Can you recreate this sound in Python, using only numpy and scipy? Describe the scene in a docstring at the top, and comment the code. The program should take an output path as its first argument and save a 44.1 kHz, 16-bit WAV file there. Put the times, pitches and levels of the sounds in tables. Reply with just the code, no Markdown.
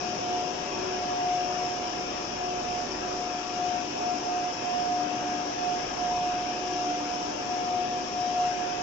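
"""Walk along a pipe extrusion line

A phone is carried along the line in a large hall. Shaped noise makes the roar of fans, pumps and cooling spray,
with patches that grow louder and quieter. Over it, sines make the mains hum and three strong machine tones, which
swell and fade as the walk crosses their reflections; clusters of Doppler-shifted partials make fainter motor and
gear tones that beat. The left microphone is brighter and its port rings in the treble."""
import sys
import numpy as np
from scipy import signal
from scipy.fft import irfft
from scipy.io import wavfile
from scipy.ndimage import map_coordinates

SR = 44100
rng = np.random.default_rng(int(sys.argv[2]) if len(sys.argv) > 2 else 0)


def dump_mix(stems):
    """Bounce the given channels to the path in sys.argv[1] as a 16-bit WAV at rate SR."""
    frames = np.atleast_2d(stems).T  # one column per channel
    limited = np.clip(frames, -1, 1)  # hard clip at full scale
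    pcm = np.round(limited * 32767).astype(np.int16)
    wavfile.write(sys.argv[1], SR, pcm)


N = 388962

# Roar of fans, pumps and spray at the right microphone, before its port and the patches.
# Each row: frequency in Hz, level in dB per Hz.
ROAR_SPECTRUM = [(25, -84), (60, -77), (200, -69.5), (350, -66.5), (480, -70), (750, -66), (800, -71),
                 (900, -70), (1450, -81), (1650, -77.5), (1950, -81.5), (2600, -79), (3300, -79.5),
                 (4100, -88)]
# Tone balance of the left microphone over the right, before the ports. Each row: frequency in Hz, gain in dB.
LEFT_OVER_RIGHT = [(60, -2), (170, 1.5), (300, 2.5), (550, 1), (900, 2), (1500, 6), (1950, 2), (2600, 6.5),
                   (3500, 4.5), (6000, 14.5), (7400, 4.5)]
# Likeness of the sound on the two sides. Each row: frequency in Hz, likeness from 0 to 1.
SIDE_LIKENESS = [(50, 0.96), (150, 1), (300, 0.68), (500, 0.64), (700, 0.3), (900, 0.02)]
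# Swell of the roar as the walk moves on. Each row: time in seconds, gain in dB.
ROAR_SWELL = [(0, 1.5), (3, 0.23), (6, 0.5), (8.82, -0.1)]
# Mains hum. Each row: time in seconds, level in dB.
MAINS_SWELL = [(0.0, -65.5), (1.26, -58), (1.54, -58.5), (2.88, -54.1), (3.66, -67.3), (4.2, -63.2),
               (4.48, -73.5), (5.44, -64), (6.1, -54), (7.54, -66), (8.38, -56.5), (8.8, -59.5)]
# Multiples of a pump's shaft rate that ring. Each row: multiple of the shaft rate, mean level of the sides in dB.
SHAFT_PARTIALS = [(3, -62), (7, -52), (12, -58.5), (17, -58), (18, -64), (19, -52.5), (21, -55),
                  (24, -53.5), (26, -55.5), (29, -60), (31, -67), (34, -63), (35, -57), (36, -58.5),
                  (41, -69), (44, -68), (46, -67), (49, -62), (51, -58), (52, -64), (53, -66), (54, -56),
                  (56, -66), (57, -65), (61, -65)]
# Fainter tones of other motors and gears. 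Each row: frequency in Hz, mean level of the sides in dB.
FAINT_TONES = [(245, -54), (292, -52), (377, -57), (401, -54.5), (497, -55), (513, -58), (579, -57),
               (627, -59.5), (729, -52), (992, -56.5), (1024, -64), (1108, -60.5), (1266, -64),
               (1345, -61.5), (1363, -61), (1382, -61), (2595, -63), (2720, -61)]
# The three strong tones at the loud and quiet spots of the walk, before they stray and flutter.
# Each row: time in seconds, level in dB, left over right in dB.
WHINE_SPOTS = [(0.0, -44, -3.0), (0.08, -33.0, 9.0), (0.18, -46, -8), (0.38, -31, 0), (0.54, -39.0, 20),
               (0.88, -41.5, -5.0), (1.18, -33.5, -2.0), (1.4, -28, 4.5), (1.62, -30.5, 5),
               (1.7, -36, -8.0), (2.38, -44, -4), (2.52, -31.5, 3), (2.62, -40.5, -16.0),
               (2.8, -31.5, -8.0), (2.88, -53.0, -14.0), (3.14, -37.0, -15.0), (3.22, -32.5, 8),
               (3.52, -42, 1), (3.68, -29.5, 5.5), (3.9, -61, 20), (3.96, -50, -19.0), (4.12, -30, 14.0),
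               (4.2, -52, 7.0), (4.26, -36, -16.0), (4.36, -29, -3.0), (4.56, -50, -19.0),
               (4.84, -31.5, -16.0), (4.94, -28.5, -2.5), (5.06, -34.0, 20), (5.26, -33.5, -5.0),
               (5.5, -40, 20), (5.56, -54, -19.0), (5.66, -30.0, -11), (5.86, -43.5, -2.0),
               (5.96, -44, -19.0), (6.14, -27.0, -1.5), (6.48, -34.0, -5.0), (6.78, -30.0, 0.0),
               (7.02, -42.0, -7), (7.16, -36.5, -11.0), (7.36, -52.0, -2.5), (7.48, -34.5, 0),
               (7.8, -30, 5.0), (7.88, -38, 6.0), (7.96, -29.5, -1.5), (8.06, -41.5, -0.0),
               (8.24, -31, 5.0), (8.34, -34, 5.0), (8.42, -27, -4.0), (8.52, -35, 2.0), (8.62, -33, -21),
               (8.82, -34, -19.0)]
HUM_SPOTS = [(0.0, -55, 6.0), (0.16, -49, 19.0), (0.64, -61.5, 19.0), (0.86, -51, 18), (1.42, -60, 18.5),
             (1.98, -47.5, 3.5), (2.58, -63, 15.0), (2.68, -62.0, -9.0), (3.06, -47.5, 4.0),
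             (4.82, -47.5, 10.0), (5.08, -41, 5.0), (6.18, -54.0, -4.0), (6.76, -44.0, 5.0),
             (6.98, -40.5, 2), (7.62, -53, 19.0), (7.82, -64, -11), (8.1, -50.0, -17.0), (8.42, -60, 3.0),
             (8.7, -47.0, 3.0), (8.82, -50, 1.0)]
DRONE_SPOTS = [(0.0, -47, 11.0), (0.18, -63, 13), (0.48, -40.0, 7.0), (0.68, -56, 10), (0.9, -36.5, 9.0),
               (1.06, -52, 5), (1.54, -41.5, 0.0), (1.8, -49, 5), (2.06, -44.5, 20), (2.18, -49.0, -7.0),
               (2.52, -41.5, 5.0), (2.82, -52, 9.0), (2.96, -40.5, 5), (3.34, -58, 5.0), (3.62, -44.5, 7.0),
               (3.8, -59.5, 9.0), (3.96, -61, 19.0), (4.34, -46.5, 3), (4.64, -53.0, -1.0), (6.3, -47.5, 3),
               (6.42, -60.0, -5.0), (6.66, -43.0, 4), (7.08, -54.0, 20), (7.72, -51, 6.5),
               (7.92, -43.0, 9.0), (8.16, -49, 11.0), (8.3, -48, -7), (8.82, -48.0, 10.0)]
# Treble resonance of each microphone port, left then right.
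# Each row: centre in Hz, width of one filter pass in Hz, lift at the centre in dB.
PORT_RESONANCES = [(5400, 1110, 8.5), (5240, 2500, 3.5)]

WHINE_HZ, HUM_HZ, DRONE_HZ = 719.9, 300.3, 367.8
MAINS_HZ, SHAFT_HZ = 49.8, 47.49
# sideways waves, opposed on the two sides
ACROSS_WHINE_DB, ACROSS_HUM_DB, ACROSS_DRONE_DB = -44, -59.5, -59.5
WALK_M_S, SOUND_M_S = 1.0, 343
TOP_HZ = 7490  # upper edge of the passband


def undb(db):
    """Gain of a level in dB."""
    return 10 ** (np.asarray(db) / 20)


def read(table, hz):
    """Value of a table at a frequency, straight between rows on a log-frequency axis."""
    points = np.array(table)
    return np.interp(np.log(hz), np.log(points[:, 0]), points[:, 1])


def wander(rate):
    """Smooth random drift with about rate new targets a second; spread near 1."""
    targets = rng.standard_normal(400)
    place = np.arange(0, N, 64) / SR * rate
    drift = 1.2 * map_coordinates(targets, [place], order=3)
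    return drift.repeat(64)[:N]  # each value held for 64 samples


def patches(shape, hz_steps, time_steps):
    """Smooth chance over pitch and time, in patches so many steps wide; spread near 1."""
    patch_size = np.array([hz_steps, time_steps])[:, None, None]
    grid = np.mgrid[:shape[0], :shape[1]] / patch_size
    return 1.5 * map_coordinates(rng.standard_normal(shape), grid, order=1)


def roar(broad_db=0.57, patchy_db=3.0, patchy_from_hz=1300.0, patchy_to_hz=2500.0):
    """Noise of many machines; the moving phone meets patches of louder and quieter sound, each side its own."""
    white = rng.standard_normal((2, N))
    hz, _, noise = signal.stft(white, SR, nperseg=1024, noverlap=768)
    hz = np.maximum(hz, 1)[:, None]
    shared, own = noise * np.sqrt(SR / 2)  # unit power per Hz
    alike = np.clip(read(SIDE_LIKENESS, hz), 0, 1)
    left = undb(read(ROAR_SPECTRUM, hz) + read(LEFT_OVER_RIGHT, hz)) * shared
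    right = undb(read(ROAR_SPECTRUM, hz)) * (alike * shared + np.sqrt(1 - alike ** 2) * own)

    # fine patches fade out toward bass and hiss
    reach = np.clip(np.minimum(hz / patchy_from_hz, patchy_to_hz / hz), 0, 1)
    broad = broad_db * patches(shared.shape, 25., 45.)  # the same on both sides
    sides = []
    for side in (left, right):
        fine = patchy_db * reach * patches(shared.shape, 2.2, 9.)
        sides.append(side * undb(broad + fine))
    return signal.istft(np.array(sides), SR, nperseg=1024, noverlap=768)[1][:, :N]


def mains():
    """Low hum, longer in wavelength than the phone, so the same on both sides."""
    t = np.arange(N) / SR
    s, db = np.transpose(MAINS_SWELL)
    level = np.interp(t, s, undb(db))
    return np.sqrt(2) * level * np.sin(2 * np.pi * MAINS_HZ * t)


def faint(hz, db, count=24):
    """Tones arriving by several paths, each Doppler-shifted by the walk, so that they beat and fade."""
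    spectrum = np.zeros((2, N // 2 + 1), complex)
    for f, level_db in zip(hz, db):
        alike = np.clip(read(SIDE_LIKENESS, f), 0, 1)
        heading = np.cos(np.pi * rng.random(count)) ** 3  # most paths cross the walk sideways
        shift = f * WALK_M_S / SOUND_M_S * heading
        bins = np.round((f + shift) * N / SR).astype(int)
        shared, own = np.exp(2j * np.pi * rng.random((2, count)))  # random phase of each path
        sides = np.array([shared, alike * shared + np.sqrt(1 - alike ** 2) * own])
        half_tilt_db = np.array([[1], [-1]]) * read(LEFT_OVER_RIGHT, f) / 2
        partials = undb(level_db + half_tilt_db) * sides
        for side in range(2):
            np.add.at(spectrum[side], bins, partials[side])
    return irfft(spectrum, N) * N / np.sqrt(2 * count)


def lobes(s, size):
    """Quarter sines between the rows, as across a standing wave: round at the loud spots, sharp at the nulls."""
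    place = np.interp(np.arange(N) / SR, s, np.arange(len(s)))
    row = np.minimum(place.astype(int), len(s) - 2)
    start, end = size[row], size[row + 1]
    turn = (place - row) * np.pi / 2
    curve = np.where(end > start, np.sin(turn), 1 - np.cos(turn))
    return start + (end - start) * curve


def strong(hz, spots, across_db, waver_hz=.8, flutter_db=.7, stray_db=1.2):
    """A tone that swells and fades from loud spot to null; a sideways wave sets the sides apart."""
    t = np.arange(N) / SR
    s, db, pan_db = np.transpose(spots)
    size = lobes(s, undb(db)) * undb(stray_db * wander(6))  # weaker paths make it stray
    lean = np.interp(t, s, (undb(pan_db) - 1) / (undb(pan_db) + 1))  # -1 right, 1 left
    phase = 2 * np.pi * np.cumsum(hz + waver_hz * wander(3)) / SR
    turns_per_s = hz * WALK_M_S / SOUND_M_S * 2  # twice a wavelength walked
    across = undb(across_db) * wander(turns_per_s) * np.cos(phase)
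    tone = size * np.sin(phase)
    left = tone * (1 + lean) * undb(flutter_db * wander(14)) + across
    right = tone * (1 - lean) * undb(flutter_db * wander(14)) - across
    return np.sqrt(2) * np.array([left, right])


def scene():
    """Roar, mains hum, many faint tones and three strong ones."""
    swell = undb(np.interp(np.arange(N) / SR, *np.transpose(ROAR_SWELL)))
    background = swell * roar() + mains()

    multiple, shaft_db = np.transpose(SHAFT_PARTIALS)
    pump = faint(multiple * SHAFT_HZ, shaft_db)
    motors_and_gears = faint(*np.transpose(FAINT_TONES))

    whine = strong(WHINE_HZ, WHINE_SPOTS, ACROSS_WHINE_DB)
    hum = strong(HUM_HZ, HUM_SPOTS, ACROSS_HUM_DB)
    drone = strong(DRONE_HZ, DRONE_SPOTS, ACROSS_DRONE_DB)
    return background + pump + motors_and_gears + whine + hum + drone


def record(dry):
    """Each microphone port lifts a band of treble; a steep low-pass cuts the top."""
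    wet = []
    for side, (hz, width, db) in zip(dry, PORT_RESONANCES):
        peak = signal.iirpeak(hz, hz / width, fs=SR)
        ring = signal.lfilter(*peak, signal.lfilter(*peak, side))  # two passes
        wet.append(side + (undb(db) - 1) * ring)
    low_pass = signal.ellip(14, .3, 70, TOP_HZ, fs=SR, output="sos")
    return signal.sosfilt(low_pass, np.array(wet))


dry = scene()
out = record(dry)
dump_mix(out)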